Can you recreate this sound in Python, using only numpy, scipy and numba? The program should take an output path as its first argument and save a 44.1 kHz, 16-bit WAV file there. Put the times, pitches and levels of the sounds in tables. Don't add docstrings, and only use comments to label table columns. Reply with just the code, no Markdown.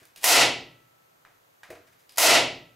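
import sys
import numpy as np
from scipy import signal
from scipy.fft import rfft, irfft
from scipy.io import wavfile
from numba import njit

SR = 44100
rng = np.random.default_rng(int(sys.argv[2]) if len(sys.argv) > 2 else 0)


def generate_wav(signal):
    frames = np.transpose(np.atleast_2d(signal))
    scaled = np.clip(frames, -1, 1) * 32767
    pcm = np.round(scaled).astype(np.int16)
    wavfile.write(sys.argv[1], SR, pcm)


N = 121275
CONTACT_SAMPLES = 16384
TOP_HZ = 15700


def undb(db):
    return 10 ** (np.asarray(db) / 20)


def curve(table, hz):
    table_hz, values = np.array(table).T
    return np.interp(np.log(hz + 1), np.log(table_hz), values)


def freqs(size):
    return np.fft.rfftfreq(size, 1 / SR)


def fade(t, t60):
    return np.exp(-np.log(1000) * t / t60)


def add(out, onset_s, sound):
    start = max(int(onset_s * SR), 0)
    out[..., start:start + sound.shape[-1]] += sound[..., :N - start]


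def resonance(peak_db, centre_hz, half_width_hz):
    return peak_db / (1 + ((freqs(CONTACT_SAMPLES) - centre_hz) / half_width_hz) ** 2)


def contact(spectrum, t60, echo_db=0, tilt_db_oct=0, resonance_db=0):
    size = CONTACT_SAMPLES
    hz = freqs(size)
    octaves = np.log2(np.maximum(hz, 100) / 1000)
    gain = undb(curve(spectrum, hz) + tilt_db_oct * octaves + resonance_db)
    gain /= np.sqrt(np.mean(gain ** 2))
    cepstrum = irfft(np.log(gain))
    cepstrum[1:size // 2] *= 2
    cepstrum[size // 2 + 1:] = 0
    body = np.exp(rfft(cepstrum))
    envelope = fade(np.arange(size) / SR, t60)
    rattle = rfft(rng.standard_normal(size) * envelope)
    impulse = np.full(len(hz), undb(echo_db) * np.sqrt(np.sum(envelope ** 2)))
    return irfft(np.array([rattle, impulse]) * body)


def diffuse_noise(width):
    mid, side = rfft(rng.standard_normal((2, N)))
    return mid + np.array([[1], [-1]]) * side * undb(curve(width, freqs(N)))


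# f/Hz, relative level/dB
HISS_SPECTRUM = [(15, -50.5), (25, -31), (80, -7.5), (113, -3), (165, 0), (188, -8.5), (411, -5.5),
                 (553, -4), (1860, -9.5), (5760, -17.5), (6240, -14), (8630, -19), (14000, -16.5),
                 (15600, -22)]
# f/Hz, side minus mid/dB
HISS_WIDTH = [(60, -12.5), (110, -15.5), (200, -4.5), (380, 4.5), (700, 5), (1290, 6.5), (2380, 1.5),
              (4400, -0.5), (8120, -8), (15000, -23.5)]
# f/Hz, level/dB
WHINE_TONES = [(13487, -77.5), (13907, -82)]


def background(hiss_db=-62):
    t = np.arange(N) / SR
    hiss = irfft(diffuse_noise(HISS_WIDTH) * undb(curve(HISS_SPECTRUM, freqs(N))), N)
    whine = sum(undb(db) * np.sin(2 * np.pi * hz * t) for hz, db in WHINE_TONES)
    return hiss * undb(hiss_db) / hiss.std() + whine


# f/Hz, t60/s
ECHO_DECAY = [(60, 0.78), (130, 0.85), (250, 0.7), (450, 0.5), (800, 0.42), (1400, 0.39), (2600, 0.46),
              (4000, 0.42), (6000, 0.35), (9000, 0.29), (15000, 0.2)]
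# f/Hz, side minus mid/dB
ECHO_WIDTH = [(60, -40), (130, -33), (260, -24.5), (450, -18.5), (700, -16.5), (1300, -10.5), (2700, -12.5),
              (5500, -12), (9000, -14.5), (14000, -17)]


def room(impulses, build_up_s=0.0045):
    t = np.arange(N) / SR
    noise = diffuse_noise(ECHO_WIDTH)
    band = np.round(np.sqrt(np.clip(freqs(N), 40, TOP_HZ)) / 3)
    echo = np.zeros((2, N))
    for k in np.unique(band):
        centre_hz = (3 * k) ** 2
        echo += irfft(noise * (band == k), N) * fade(t, curve(ECHO_DECAY, centre_hz))
    echo *= 1 - np.exp(-t / build_up_s)
    echo /= np.sqrt(np.sum(echo ** 2) / 2)
    return signal.fftconvolve(impulses[None], echo, axes=1)[:, :N]


# t/s, level/dB, t60/s, tilt/(dB/oct)
TUBE_TAPS = [(.001, -59.5, 0.18, 3), (.03, -55, 0.056, 3.5), (.0538, -42.5, .007, 7.5),
             (1.2505, -44, 0.015, -2.5), (1.6328, -41, 0.034, 0), (1.703, -48, 0.079, 4.5),
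             (1.752, -46, .03, -1), (1.87, -63, 0.2, 2.5), (1.925, -61.5, 0.079, 3), (1.99, -68, 0.68, 5)]
GUN_KNOCKS = [(.018, -53, .06, -4.5), (1.691, -52, 0.15, -8), (1.7025, -37, 0.076, 2), (1.725, -40, .08, 2)]
# f/Hz, relative level/dB
TAP_SPECTRUM = [(100, -21), (400, -20), (650, -4), (900, -6.5), (1300, -0.5), (1900, -1), (2800, -10),
                (4200, -12.5), (7000, -18), (13000, -24.5), (15500, -27)]
KNOCK_SPECTRUM = [(30, -25), (60, -11), (125, -8.5), (180, -15), (280, -7), (370, 1), (430, -0.5), (500, 5),
                  (560, -8), (640, 7), (800, -15), (1300, -18.5), (2100, -14.5), (3200, -34.5),
                  (15000, -46.5)]


def handling():
    out = np.zeros((2, N))
    for onset_s, db, t60, tilt in TUBE_TAPS:
        add(out, onset_s, undb(db) * contact(TAP_SPECTRUM, t60, tilt_db_oct=tilt))
    for onset_s, db, t60, tilt in GUN_KNOCKS:
        add(out, onset_s, undb(db) * contact(KNOCK_SPECTRUM, t60, echo_db=-6.5, tilt_db_oct=tilt))
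    return out


# t/s, level/dB, t60/s, ping gain/dB
TRIGGER_CLICKS = [(0.1608, -40, 0.019, 2.5), (.173, -48.5, 0.1, -3), (.212, -48.5, .15, 3),
                  (0.2243, -42.5, 0.092, 2), (2.0932, -44, 0.022, 9.5), (2.121, -47.5, 0.02, 0),
                  (2.147, -77, 0.061, -0.5), (2.1593, -45.5, 0.034, 6)]
# f/Hz, relative level/dB
CLICK_SPECTRUM = [(100, -10.5), (500, -5), (1500, -4.5), (2600, -1.5), (4600, -1.5), (6000, -5),
                  (8000, -4.5), (12000, -3.5), (15500, -10.5)]


def trigger():
    out = np.zeros((2, N))
    for onset_s, db, t60, ping_db in TRIGGER_CLICKS:
        ping = resonance(ping_db, centre_hz=4950, half_width_hz=500)
        add(out, onset_s, undb(db) * contact(CLICK_SPECTRUM, t60, resonance_db=ping))
    return out


# t after bang/s, level/dB, tilt/(dB/oct)
REBOUND_CLACKS = [(.128, -16, -3.5), (.176, -19, .5)]
# f/Hz, relative level/dB
CLACK_SPECTRUM = [(60, -28), (200, -13), (350, -2), (700, 6.5), (1200, -14.5), (2000, 1), (3000, 5.5),
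                  (5000, -4.5), (8000, -16.5), (15500, -30.5)]


def rebounds(shot_times_s):
    out = np.zeros((2, N))
    for shot_s in shot_times_s:
        for delay_s, db, tilt in REBOUND_CLACKS:
            clack = contact(CLACK_SPECTRUM, t60=0.046, echo_db=2.5, tilt_db_oct=tilt)
            add(out, shot_s + delay_s, undb(db) * clack)
    return out


# f/Hz, initial level/dB, t60/s
MODES = [(116, -55, 1.9), (126.5, -37.5, 1.1), (459.6, -18.5, .55), (554, -16, 0.53), (633.6, -9, .42),
         (688, -11, .42), (732, -9.5, 0.41), (774, -13.5, 0.32), (905, -13.5, 0.36), (946, -13.5, .33),
         (1320, -58.5, 3.6), (1960, -30, 0.82), (2013, -15.5, .34), (2720, -16.5, .36)]


def ringing(shot_times_s):
    out = np.zeros(N)
    t = np.arange(N) / SR
    for shot_s in shot_times_s:
        for hz, db, t60 in MODES:
            add(out, shot_s, undb(db) * fade(t, t60) * np.sin(2 * np.pi * (hz * t + rng.random())))
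    return out


# t/s, level/dB, tube resonance f/Hz, its gain/dB, tilt/(dB/oct)
STAPLE_SHOTS = [(.2412, 18.5, 713, 7.5, 0.43), (2.182, 18, 644, 10.5, -0.01)]
# t before bang/s, level/dB
PLUNGER_TICKS = [(0.0088, -28), (0.0027, -28)]
# f/Hz, relative level/dB
DRIVER_SPECTRUM = [(30, -39.5), (60, -27), (95, -30.5), (122, -21), (160, -20), (205, -31), (260, -14),
                   (350, -9), (470, -5), (700, -2.5), (950, 2), (1150, -3.5), (1400, 2.5), (1650, -6.5),
                   (2000, 4), (2350, -3), (2750, 0.5), (3400, -2.5), (5000, 0), (7000, -1), (9000, -2),
                   (12500, -0.5), (15500, -8)]


def staple_gun():
    out = np.zeros((2, N))
    for shot_s, db, tube_hz, tube_db, tilt in STAPLE_SHOTS:
        tube = resonance(tube_db, tube_hz, half_width_hz=65)
        bang = contact(DRIVER_SPECTRUM, t60=0.043, echo_db=2.5, tilt_db_oct=tilt, resonance_db=tube)
        add(out, shot_s, undb(db) * bang)
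        for lead_s, tick_db in PLUNGER_TICKS:
            tick = contact(DRIVER_SPECTRUM, t60=0.026, tilt_db_oct=-0.6)
            add(out, shot_s - lead_s, undb(tick_db) * tick)
    return out


def scene():
    shot_times_s = [shot[0] for shot in STAPLE_SHOTS]
    direct, impulses = staple_gun() + rebounds(shot_times_s) + trigger() + handling()
    return direct + room(impulses) + ringing(shot_times_s) + background()


@njit
def follow_peaks(level, attack_s, release_s, hold_s):
    attack = 1 - np.exp(-1 / (SR * attack_s))
    release = 1 - np.exp(-1 / (SR * release_s))
    out = np.empty(len(level))
    peak, wait = 0., 0.
    for i in range(len(level)):
        wait = hold_s * SR if level[i] > 2 * peak else wait - 1
        if level[i] > peak:
            peak += (level[i] - peak) * attack
        elif wait <= 0:
            peak -= peak * release
        out[i] = peak
    return out


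def record(dry):
    threshold_db, duck_db_per_db, lookahead_s = -7, 1.085, 0.0017
    peak = follow_peaks(np.abs(dry).max(axis=0), attack_s=0.0001, release_s=0.033, hold_s=0.011)
    peak_ahead = np.interp(np.arange(N) + lookahead_s * SR, np.arange(N), peak)
    gain = np.maximum(peak_ahead / undb(threshold_db), 1) ** -duck_db_per_db
    lowpass = signal.ellip(10, 0.2, 80, TOP_HZ, fs=SR, output="sos")
    return signal.sosfilt(lowpass, dry * gain)


dry = scene()
out = record(dry)
generate_wav(out)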